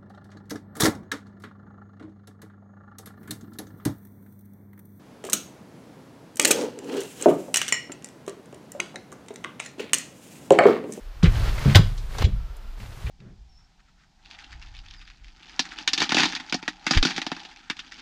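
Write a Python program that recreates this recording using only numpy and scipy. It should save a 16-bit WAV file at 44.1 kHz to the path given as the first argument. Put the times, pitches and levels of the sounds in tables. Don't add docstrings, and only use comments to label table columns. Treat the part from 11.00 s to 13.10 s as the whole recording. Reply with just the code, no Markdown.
import sys
import numpy as np
from scipy import signal
from scipy.fft import rfft, irfft
from scipy.io import wavfile
from scipy.ndimage import uniform_filter1d

SR = 44100
rng = np.random.default_rng(int(sys.argv[2]) if len(sys.argv) > 2 else 0)


def int16_out(signal):
    q = np.round(np.clip(np.atleast_2d(signal).T, -1, 1) * 32767)
    wavfile.write(sys.argv[1], SR, q.astype(np.int16))


def attenuation_scalar(level_db):
    decades = np.asarray(level_db, float) / 20
    return 10 ** decades


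N = 92610

# frequency in Hz, density in dB per Hz.
AIR_COLOUR = [(120, -57), (220, -1), (400, 4), (1300, 1.5), (2000, -3), (5000, -8), (9000, -20),
              (15000, -19)]
# time in seconds, level in dB.
SHUDDER_LEVEL = [(0.0, -44), (0.09, -33), (0.13, -41.5), (0.23, -33.5), (0.28, -17.5), (0.37, -31.5),
                 (0.5, -22.5), (0.7, -37), (0.77, -23), (1.18, -33.5), (1.27, -23), (1.63, -40),
                 (1.67, -33), (2.02, -44.5), (2.05, -41), (2.1, -54)]
# time in seconds, level in dB.
DRAG_FORCE = [(0, -69), (.22, -57.5), (.3, -44.5), (.36, -37.5), (.43, -37.5), (.47, -34), (.52, -40),
              (.72, -33.5), (.82, -44), (.95, -53), (1.08, -53), (1.19, -40.5), (1.225, -29),
              (1.245, -58.5), (1.74, -66), (1.81, -50.5), (1.92, -53.5), (2.1, -48)]
# frequency in Hz, density in dB per Hz.
GRIT_COLOUR = [(200, -1), (330, -2.5), (1240, -4), (2000, -7.5), (4500, -12.5), (7000, -22.5),
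               (10000, -46.5), (15000, -27.5)]
# start in seconds, pitch in Hz, level in dB, t60 in seconds.
LATCH_TAPS = [
    (.7335, 8400, -41, .04),
    (.768, 7111, -38, .13),
    (1.211, 5050, -39, .035),
    (1.248, 7117, -48, .11),
]
# start in seconds, peak in dB, centre in Hz, t60 in seconds.
WOOD_CRACKS = [(0.225, -29, 1400, 0.13), (0.2295, -27, 3900, 0.15), (0.2408, -19.5, 2040, 0.079),
               (.255, -23, 1670, .12), (0.3546, -33, 2000, 0.031), (0.4885, -32, 2920, 0.031),
               (0.5792, -32, 1630, 0.047), (0.656, -36, 1600, 0.24), (0.6955, -26.5, 2120, 0.055),
               (0.7464, -11.5, 2480, 0.082), (0.754, -7, 3370, 0.07), (0.7522, -22.5, 10800, 0.078),
               (0.755, -10.5, 1210, 0.096), (0.763, -22, 4200, 0.062), (.783, -54, 1920, 0.074),
               (0.976, -44, 4500, 0.17), (1.1057, -42.5, 1060, 0.075), (1.1473, -32.5, 980, 0.049),
               (1.143, -49.5, 12500, 0.036), (1.1821, -29, 4470, 0.041), (1.1842, -29.5, 820, 0.04),
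               (1.2175, -31, 2400, 0.18), (1.224, -50, 7260, 0.029), (1.24, -27, 3100, 0.084),
               (1.2482, -29, 2830, 0.039), (1.565, -50.5, 9500, 0.046), (1.8, -44, 2520, 0.065),
               (2.0647, -37, 2110, 0.12), (2.095, -33.5, 594, 0.054)]
# frequency in Hz, level in dB, t60 in seconds.
PANEL_MODES = [(330, -6, .07), (437, -2, .08), (555, -5, .06), (830, -8, .06), (1100, -1, .07),
               (1543, -5, .06), (2090, -6, .06), (2380, -7, .05), (3000, -3, .04), (3338, -3, .05),
               (3593, -4, .05), (4026, -4, .05), (4800, -9, .03), (13500, -8, .03)]
# start in seconds, pitch in Hz, peak in dB, rise in seconds,
# t60 in seconds.
LEAF_BOOMS = [(0.23, 166.2, -4.5, 0.009, .1), (0.2387, 87, -8.5, 0.0035, 0.16),
              (0.266, 47.8, -6, 0.011, 0.089), (0.32, 54.5, -31, 0.0065, 0.094),
              (0.351, 61, -18, 0.02, .15), (.424, 49.7, -17, 0.007, 0.24), (0.48, 52.2, -23, 0.008, 0.53),
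              (.6562, 138.8, -9, 0.004, 0.34), (0.662, 77, -12, 0.014, 0.1),
              (0.671, 209, -16.5, 0.0065, 0.22), (.753, 97.7, 1.5, 0.0053, 0.14),
              (0.783, 57.6, -22, 0.017, 0.28), (0.789, 159, -10, 0.0033, 0.1),
              (1.188, 92.3, -36.5, 0.015, 0.15), (1.235, 74.5, -5.5, 0.014, 0.077),
              (1.266, 48.3, -18, 0.0041, 0.54), (1.262, 197.5, -27.5, 0.0041, 0.19),
              (1.267, 92.6, -18.5, 0.0086, 0.23), (1.324, 39.5, -44, 0.02, 0.11),
              (1.598, 215, -55, .05, 0.48), (1.789, 195.5, -46, 0.013, 0.32),
              (1.796, 95.3, -41, 0.03, 0.34), (2.042, 59.4, -19, 0.0084, 0.12),
              (2.066, 105, -26.5, 0.0077, 0.13), (2.094, 149, -30, 0.0072, .1)]

LEAF_HZ, LEAF_WIDTH_HZ = 105, 55.2


def band(x, hz, width_hz):
    return signal.lfilter(*signal.iirpeak(min(hz, .4 * SR), max(hz / width_hz, .3), fs=SR), x)


def band_twice(x, hz, width_hz):
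    return band(band(x, hz, width_hz), hz, width_hz)


def dull(x, hz):
    return signal.sosfilt(signal.butter(4, hz, fs=SR, output="sos"), x)


def unit(x):
    return x / np.sqrt(np.mean(x ** 2))


def colour(x, shape):
    hz, db = np.array(shape).T
    f = np.arange(len(x) // 2 + 1) * SR / len(x) + 1
    gain = attenuation_scalar(np.interp(np.log(f), np.log(hz), db, left=-90))
    return unit(irfft(rfft(x) * gain, len(x)))


def curve(rows):
    s, db = np.array(rows).T
    return attenuation_scalar(np.interp(np.arange(N) / SR, s, db))


def walk(rate_hz):
    hold = int(SR / rate_hz)
    steps = np.repeat(rng.standard_normal(N // hold + 1), hold)
    return unit(uniform_filter1d(steps, hold)[:N])


def swell(at_s, rise_s, t60_s):
    since = np.maximum(np.arange(N) / SR - at_s, 0)
    rise = np.sin(np.pi / 2 * np.minimum(since / max(rise_s, 1e-4), 1)) ** 2
    fall = np.exp(-np.log(1000) * np.maximum(since - rise_s, 0) / t60_s)
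    return since, rise * fall


def ringing(hz, width_hz):
    return unit(dull(band_twice(rng.standard_normal(N), hz, width_hz), 1.86 * hz))


def air():
    return attenuation_scalar(-55.5) * colour(rng.standard_normal(N), AIR_COLOUR)


def room(x):
    t60_s, centre_hz, level_db = .33, 2500, -21
    since = np.arange(SR // 2) / SR
    tail = band(rng.standard_normal(len(since)), centre_hz, 2 * centre_hz)
    tail *= np.exp(-np.log(1000) * since / t60_s) * (since > .006)
    return attenuation_scalar(level_db) * signal.fftconvolve(x, tail / np.sqrt(np.sum(tail ** 2)))[:N]


def shudder():
    hz, width_hz = 31, 16
    wobble = band(band(rng.standard_normal(N), hz, width_hz), hz, 2 * width_hz)
    evened = wobble / np.sqrt(uniform_filter1d(wobble ** 2, size=2600))
    return curve(SHUDDER_LEVEL) * dull(evened, 81)


def hinge():
    from_s, to_s, fade_s = 1.33, 1.72, .03
    t = np.arange(N) / SR
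    fade = np.clip(np.minimum(t - from_s, to_s - t) / fade_s, 0, 1)
    pitch_hz = 1351 + 24 * walk(60)
    whine = np.sin(2 * np.pi * np.cumsum(pitch_hz) / SR)
    return attenuation_scalar(-61) * fade * attenuation_scalar(2.5 * walk(40)) * whine


def drag():
    grains_per_s, spread_db, flicker_db = 4000, 1.6, 1
    hit = rng.random(N) < grains_per_s / SR
    strength = 0.57 + hit * attenuation_scalar(spread_db * rng.exponential(size=N))
    grains = rng.standard_normal(N) * strength
    grit = colour(grains, GRIT_COLOUR) * attenuation_scalar(flicker_db * walk(90))
    leaf = attenuation_scalar(4.5) * ringing(LEAF_HZ, LEAF_WIDTH_HZ)
    force = curve(DRAG_FORCE)
    dust_level = attenuation_scalar(-50.5) * ((force / attenuation_scalar(-62.5)) ** 0.23 - 1)
    dust = dust_level * unit(band(grains[::-1], 6500, 6500))
    return force * (grit + leaf) + dust


def latch():
    out = np.zeros(N)
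    for start_s, hz, db, t60_s in LATCH_TAPS:
        since, env = swell(start_s, 0.0025, t60_s)
        out += attenuation_scalar(db) * env * np.sin(2 * np.pi * hz * since) * attenuation_scalar(2.0 * walk(156.6))
    return out


def cracks():
    out = np.zeros(N)
    for start_s, db, hz, t60_s in WOOD_CRACKS:
        splinter = rng.standard_normal(N) * attenuation_scalar(1.5 * walk(400))
        burst = splinter * swell(start_s, .0025, t60_s)[1]
        tone = band_twice(burst, hz, hz * 1.3) * np.sqrt(SR / 4 / hz)
        tone = signal.lfilter(*signal.butter(2, min(1.72 * hz, .4 * SR), fs=SR), tone)
        knock = band_twice(burst, 550, 600) * 5
        out += attenuation_scalar(db) * (tone + attenuation_scalar(-9) * knock + attenuation_scalar(-36) * burst)
    panels = np.zeros(N)
    for hz, db, t60_s in PANEL_MODES:
        width_hz = np.log(1000) / np.pi / t60_s
        panels += attenuation_scalar(db) * band(out, hz, width_hz) * np.sqrt(hz * t60_s)
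    return out + attenuation_scalar(-17) * panels


def booms():
    out, thud, rattle = np.zeros(N), np.zeros(N), np.zeros(N)
    for start_s, hz, db, rise_s, t60_s in LEAF_BOOMS:
        since, env = swell(start_s, rise_s, t60_s)
        out += attenuation_scalar(db) * env * np.sin(2 * np.pi * hz * since)
        thud += attenuation_scalar(db) * min(hz / 140, 1) ** 2 * swell(start_s, rise_s, 0.15)[1]
        rattle += attenuation_scalar(db) * swell(start_s, rise_s, 0.52)[1]
    out += attenuation_scalar(-21) * thud * ringing(338, 338)
    return out + attenuation_scalar(-22) * rattle * ringing(LEAF_HZ, LEAF_WIDTH_HZ)


def scene():
    sharp = cracks() + latch()
    return (air() + room(sharp) + shudder() + hinge() + drag() + sharp + booms())[None]


def low_pass(x):
    return signal.sosfilt(signal.butter(12, 16480, fs=SR, output="sos"), x)


def record(dry):
    overloaded = np.tanh(0.91 * dry) / 0.82
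    top_cut = signal.ellip(10, .3, 80, 15350, fs=SR, output="sos")
    mix = signal.sosfilt(top_cut, overloaded)
    return low_pass(mix)


dry = scene()
out = record(dry)
int16_out(out)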